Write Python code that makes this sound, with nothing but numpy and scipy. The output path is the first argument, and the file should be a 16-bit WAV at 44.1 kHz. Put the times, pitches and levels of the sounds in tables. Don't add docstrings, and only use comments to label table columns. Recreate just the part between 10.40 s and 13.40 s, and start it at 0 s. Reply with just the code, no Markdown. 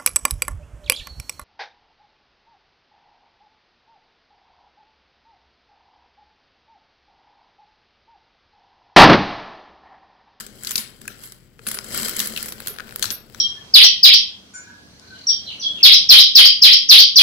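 import sys
import numpy as np
from scipy import signal
from scipy.fft import rfft, irfft
from scipy.io import wavfile

SR = 44100
rng = np.random.default_rng(int(sys.argv[2]) if len(sys.argv) > 2 else 0)


def waveform_to_disk(signal):
    frames = np.transpose(np.atleast_2d(signal))
    scaled = np.clip(frames, -1, 1) * 32767
    samples = np.round(scaled).astype(np.int16)
    wavfile.write(sys.argv[1], SR, samples)


N = 132300
T = np.arange(N) / SR
HZ = np.fft.rfftfreq(2 * N, 1 / SR)

# (frequency [Hz], level [dB])
AIR_SPECTRUM = [(20, -23), (37, -12), (55, -5.5), (120, 5), (300, -5), (700, -23), (2000, -19.5),
                (10000, -37), (16000, -26)]
AIR_DB = -54.5
# (frequency [Hz], rms level [dB])
HUM_TONES = [(38, -61), (120, -60)]
BASS_ALIKE = 0.84
# (frequency [Hz], time to fall 60 dB [s])
ROOM_T60 = [(250, 0.89), (1700, 0.45), (4600, 0.32), (8000, 0.15), (13000, 0.17)]

# (time [s], level [dB])
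RUMBLE_LEVEL = [(0, -50.5), (.39, -51.5), (.5, -57.5), (.68, -49.5), (1.17, -66), (1.28, -43), (1.43, -48),
                (1.56, -36.5), (1.8, -42.5), (2.05, -43.5), (2.3, -50), (2.68, -44.5), (2.85, -54),
                (3, -49.5)]
# (frequency [Hz], level [dB])
BOARD_SPECTRUM = [(60, -7), (120, -5.5), (185, -5.5), (220, 7), (265, -9.5), (380, -4), (560, -8),
                  (800, -17), (1500, -59)]
# (time [s], level [dB], frequency [Hz])
THUMPS = [(0.378, -38, 219), (1.191, -46.5, 462), (1.803, -33.5, 210), (2.302, -36.5, 426),
          (2.655, -41, 108)]
THUMP_CYCLES = 2.3

# (time [s], level [dB])
CRINKLE_LEVEL = [(2.14, -71), (2.2, -39.5), (2.7, -54), (2.84, -63), (3.0, -41.5)]
# (frequency [Hz], level [dB])
PLASTIC_SPECTRUM = [(300, 2.5), (800, 0), (1500, -3), (2500, 1), (5000, -1), (9000, -16), (16000, -1)]

# (time [s], level [dB])
SLIDE_LEVEL = [(0, -31.5), (.08, -54), (.22, -43), (.28, -30), (.35, -51), (.39, -32.5), (.53, -53.5),
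               (.78, -48.5), (.85, -42), (1.0, -59), (1.17, -66), (1.255, -45.5), (1.28, -32.5),
               (1.36, -37.5), (1.42, -44.5), (1.58, -23.5), (1.66, -26), (1.75, -34.5), (1.8, -23),
               (1.89, -34.5), (2.03, -34), (2.16, -48.5), (2.29, -43), (2.37, -57.5), (2.61, -41.5),
               (2.65, -32.5), (2.75, -67.5), (3.0, -47.5)]
# (frequency [Hz], level [dB])
GRIND_SPECTRUM = [(300, 5.5), (800, -6), (1500, 5.5), (2100, 2), (4200, 4), (5500, -0.5), (7900, 5.5),
                  (9600, -6.5), (10400, 2), (13200, -1.5), (16000, -5.5)]
GRIND_PER_S, GRIND_SPREAD_DB, GRIND_DB = 1300, 3, -0.97
GRIND_HISS = .45
PAIR_SPREAD_DB = 9

COIN_MODES = { "a": [(10335, -6, .26), (13230, 0, .15), (13310, -3, .1)], "b": [(9960, 0, .15),
              (10280, -5, .17), (12900, -7, .17)], "c": [(5560, -16, .36), (5910, -20, .25),
              (10270, -6, .17), (12915, -2, .19)], }
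# (time [s], level [dB], coin [name])
RINGS = [(0.318, -31, "a"), (0.356, -22.5, "a"), (0.381, -25, "a"), (0.836, -33.5, "a"), (1.27, -22.5, "b"),
         (1.343, -26, "b"), (1.804, -24, "c"), (2.059, -35, "c"), (2.086, -31, "c"), (2.28, -25.5, "a"),
         (2.628, -24, "c"), (2.709, -22.5, "c"), (2.724, -28, "c")]
RATTLE_DB, RATTLE_S = -3.5, 0.0068
FLUTTER, FLUTTER_S = .75, .004

# (time [s], knock level [dB], clack level [dB], tick level [dB], how the coins meet [name], stroke [name])
CLACKS = [(0.006, -36, -31, -35, "edge", "skid"), (0.065, -52, -32.5, -37.5, "edge", "hit"),
          (0.235, -38, -29.5, -31, "edge", "hit"), (0.248, -37, -26.5, -35, "flat", "hit"),
          (0.271, -39, -20.5, -25, "flat", "skid"), (0.292, -45, -28, -31, "edge", "skid"),
          (0.308, -35, -22, -21, "edge", "skid"), (0.316, -33, -23.5, -26, "edge", "skid"),
          (0.3565, -38.5, -12.5, -21, "flat", "skid"), (0.379, -55, -15.5, -32, "flat", "skid"),
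          (0.615, -43.5, -38.5, -39.5, "edge", "skid"), (0.654, -41, -43, -52, "hollow", "skid"),
          (0.678, -31.5, -25.5, -28.5, "hollow", "skid"), (0.921, -48, -39.5, -35.5, "edge", "skid"),
          (1.267, -29.5, -28, -27, "deep", "hit"), (1.286, -34, -23, -22, "edge", "skid"),
          (1.314, -30, -23, -23.5, "edge", "skid"), (1.345, -39, -31, -27, "edge", "skid"),
          (1.444, -42, -34, -34.5, "edge", "hit"), (1.545, -28, -30, -25, "edge", "skid"),
          (1.575, -42, -30, -20, "edge", "skid"), (1.648, -39, -27, -24.5, "flat", "skid"),
          (1.683, -29.5, -25, -21, "edge", "skid"), (1.694, -44, -25, -21.5, "edge", "hit"),
          (1.765, -50, -23.5, -21.5, "edge", "skid"), (1.792, -48, -19.5, -17.5, "flat", "skid"),
          (1.801, -59, -14.5, -20, "stack", "skid"), (1.858, -54, -29, -22, "edge", "skid"),
          (1.872, -50, -29.5, -19.5, "edge", "skid"), (1.963, -40, -22.5, -29, "deep", "hit"),
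          (1.975, -32.5, -21.5, -23, "deep", "hit"), (2.027, -37, -28.5, -21, "edge", "skid"),
          (2.059, -37, -33, -28, "edge", "hit"), (2.084, -37, -31.5, -35, "edge", "skid"),
          (2.122, -36.5, -31.5, -27, "flat", "skid"), (2.2715, -32, -23, -21.5, "stack", "skid"),
          (2.282, -49, -32, -23, "edge", "skid"), (2.6255, -25.5, -12.5, -34, "stack", "skid"),
          (2.629, -46, -15.5, -38, "stack", "hit"), (2.655, -38, -19.5, -30, "flat", "skid"),
          (2.7045, -36, -17.5, -30, "flat", "hit")]
# (time [s], knock level [dB], clack level [dB], tick level [dB], how the coins meet [name], stroke [name])
BAG_SNAPS = [(1.192, -37, -49.5, -64, "deep", "skid"), (1.372, -28.5, -37, -43, "deep", "hit"),
             (1.388, -22.5, -22, -30.5, "flat", "hit"), (2.203, -29.5, -33, -28, "deep", "hit"),
             (2.361, -39, -55, -55, "deep", "hit"), (2.386, -24.5, -28.5, -45, "flat", "hit"),
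             (2.398, -25, -41, -51, "deep", "hit"), (2.403, -23.5, -38, -54, "deep", "skid"),
             (2.481, -35, -56, -59, "deep", "hit"), (2.524, -31.5, -49, -41, "deep", "hit"),
             (2.56, -29, -29.5, -18, "flat", "hit"), (2.595, -32.5, -29, -26, "edge", "hit"),
             (2.642, -19.5, -19, -37, "flat", "hit"), (2.947, -32, -33.5, -50, "flat", "hit")]
# (frequency [Hz], width [Hz], level [dB])
KNOCK_MODES = [(1506, 270, 0)]
CLACK_MODES = { "flat": [(4200, 1310, 3), (6730, 1860, -1.5)], "edge": [(3800, 4000, -3.5),
               (7900, 1200, 4)], "deep": [(2670, 280, 2), (4100, 1500, -3)], "stack": [(3360, 420, -1.5),
               (4270, 220, 3), (6760, 2500, -7.5)], "hollow": [(1720, 45, 4.5), (2560, 120, 0.5),
               (7450, 2000, -9.5)], }
# (frequency [Hz], width [Hz], level [dB])
TICK_MODES = [(10360, 290, 4.5), (13900, 2300, -3)]
# (frequency [Hz], width [Hz], level [dB])
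CLACK_ALL_ROUND = [(4700, 5200, 0)]
RISE_S = {"hit": .0005, "skid": .0016}
DETUNE, UNEVEN_DB = .025, 2.2
CHATTER_DB, CHATTER_S = -7, .007
ALIKE = 0.17

# (frequency [Hz], left minus right level [dB])
PORT_DIFFERENCE = [(40, -4.5), (130, 11.5), (400, 3), (2000, 9), (3800, 13.5), (5000, 22), (8000, 20.5),
                   (9500, 0), (10400, -2), (12000, -11), (16000, -4.5)]
LAG_S = .000045
CUT_HZ = 15850


def amp(db):
    return 10 ** (np.asarray(db) / 20)


def unit(x):
    return x / np.sqrt(np.mean(x ** 2) + 1e-20)


def at_hz(points, hz):
    f, value = np.transpose(points)
    return np.interp(np.log(hz + 1), np.log(f + 1), value)


def level(points):
    return amp(np.interp(T, *np.transpose(points)))


def colour(x, gain):
    return irfft(rfft(x, 2 * N) * gain)[..., :N]


def add(mix, s, sound):
    part = mix[:, max(round(s * SR), 0):][:, :sound.shape[1]]
    part += sound[:, :part.shape[1]]


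def noise(size, alike):
    a, b = rng.standard_normal((2, size))
    c = np.clip(alike, 0, 1)
    return np.array([a, c * a + np.sqrt(1 - c * c) * b])


def smooth(x, decay_s):
    return signal.lfilter([1], [1, -np.exp(-1 / (decay_s * SR))], x)


def grains(per_s, spread_db, decay_s, hiss, alike):
    uneven_db = spread_db * np.minimum(rng.exponential(1, N), 4)
    size = amp(uneven_db) * (rng.random(N) < per_s / SR)
    power = smooth(size ** 2, decay_s / 2)
    return noise(N, alike) * np.sqrt(power / power.mean() + hiss ** 2)


def background():
    air = amp(AIR_DB) * unit(colour(noise(N, BASS_ALIKE), amp(at_hz(AIR_SPECTRUM, HZ))))
    hum = 0
    for hz, db in HUM_TONES:
        hum = hum + amp(db) * np.sqrt(2) * np.sin(2 * np.pi * (hz * T + rng.random()))
    return air + hum


def room(x, build_s):
    hz, t, z = signal.stft(rng.standard_normal((2, SR // 2)), SR, nperseg=256)
    decay = 1000 ** (-t / at_hz(ROOM_T60, hz)[:, None])
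    tail = signal.istft(z * decay, SR, nperseg=256)[1]
    tail = tail * (1 - np.exp(-(T[:tail.shape[1]] / build_s) ** 2))
    return signal.fftconvolve(x, tail / np.linalg.norm(tail[0]), axes=1)[:, :N]


def board():
    bumps = grains(per_s=500, spread_db=0, decay_s=0.0075, hiss=0.42, alike=BASS_ALIKE)
    out = unit(colour(bumps, amp(at_hz(BOARD_SPECTRUM, HZ)))) * level(RUMBLE_LEVEL)
    for s, db, hz in THUMPS:
        u = T[:SR // 4] * hz / THUMP_CYCLES
        thump = u * np.exp(1 - u) * np.sin(2 * np.pi * THUMP_CYCLES * u)
        add(out, s, amp(db) * np.tile(thump, (2, 1)))
    return out


def crinkling():
    creases = grains(per_s=210, spread_db=5.5, decay_s=0.0014, hiss=0.53, alike=ALIKE)
    return unit(colour(creases, amp(at_hz(PLASTIC_SPECTRUM, HZ)))) * level(CRINKLE_LEVEL)


def grinding(count=6, size=64):
    scrape = 0
    for _ in range(count):
        bands_hz = np.linspace(0, SR / 2, size)
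        pair_db = PAIR_SPREAD_DB * np.interp(HZ, bands_hz, rng.uniform(-1.87, 1, size))
        rub = grains(GRIND_PER_S / count, GRIND_SPREAD_DB, decay_s=0.0011, hiss=GRIND_HISS, alike=ALIKE)
        thin_bass = HZ / (HZ + 300)
        scrape = scrape + colour(rub, amp(at_hz(GRIND_SPECTRUM, HZ) + pair_db) * thin_bass)
    return amp(GRIND_DB) * unit(scrape) * level(SLIDE_LEVEL)


def ringing():
    out, rattle, t = np.zeros((2, N)), np.zeros((2, N)), T[:SR // 2]
    for s, db, coin in RINGS:
        add(rattle, s, amp(db + RATTLE_DB) * np.exp(-t / RATTLE_S) * noise(len(t), ALIKE))
        for hz, mode_db, t60 in COIN_MODES[coin]:
            phase = 2 * np.pi * rng.random((2, 1))
            wobble = unit(smooth(noise(len(t), ALIKE), FLUTTER_S))
            flutter = 1 + FLUTTER * hz / CUT_HZ * wobble
            decay = 1000 ** (-t / t60)
            add(out, s, amp(db + mode_db) * decay * flutter * np.sin(2 * np.pi * hz * t + phase))
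    return out + colour(rattle, amp(at_hz(GRIND_SPECTRUM, HZ)))


def resonances(modes, hz):
    total = 0
    for k, (centre, width, db) in enumerate(modes):
        shift, uneven = rng.standard_normal(2)
        centre = centre * np.exp(DETUNE * shift)
        peak = 1j * hz * width / (centre ** 2 - hz ** 2 + 1j * hz * width)
        total = total + (-1) ** k * amp(db + UNEVEN_DB * uneven) * peak
    return total * (hz / (hz - 700j)) ** 2


def contacts(rows, clack, chatter_db, chatter_s):
    out, t = np.zeros((2, N)), T[:2048]
    hz = np.fft.rfftfreq(len(t), 1 / SR)
    for s, *levels_db, meeting, stroke in rows:
        u = t / RISE_S[stroke]
        burst = (u * np.exp(1 - u)) ** 2
        chatter = amp(chatter_db) * (1 - np.exp(-u ** 2)) * np.exp(-t / chatter_s)
        for modes, db in zip((KNOCK_MODES, clack[meeting], TICK_MODES), levels_db):
            strike = noise(len(t), ALIKE) * (burst + chatter)
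            part = irfft(rfft(strike) * resonances(modes, hz))
            onset_rms = np.sqrt(np.mean(part[:, :176] ** 2, axis=1, keepdims=True))
            add(out, s - RISE_S[stroke] / 2, amp(db) * part / onset_rms)
    return out


def scene():
    coins = amp(-2.0) * contacts(CLACKS, CLACK_MODES, CHATTER_DB, CHATTER_S)
    all_round = dict.fromkeys(CLACK_MODES, CLACK_ALL_ROUND)
    thrown = contacts(CLACKS, all_round, CHATTER_DB, CHATTER_S)
    bag = amp(-4.5) * contacts(BAG_SNAPS, CLACK_MODES, chatter_db=-19, chatter_s=0.0068)
    rubbing = grinding() + crinkling()
    sent = amp(-10.5) * thrown + amp(-15) * bag + amp(-12.0) * rubbing
    return coins + bag + rubbing + ringing() + board() + room(sent, build_s=0.016) + background()


def record(dry):
    ratio = amp(at_hz(PORT_DIFFERENCE, HZ))
    left = ratio * np.exp(-2j * np.pi * HZ * LAG_S)
    ports = np.array([left, np.ones_like(ratio)]) * np.sqrt(2 / (1 + ratio ** 2))
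    lowpass = signal.firwin(401, CUT_HZ, window=("kaiser", 8), fs=SR)
    return signal.oaconvolve(colour(dry, ports), lowpass[None], "same")


dry = scene()
out = record(dry)
waveform_to_disk(out)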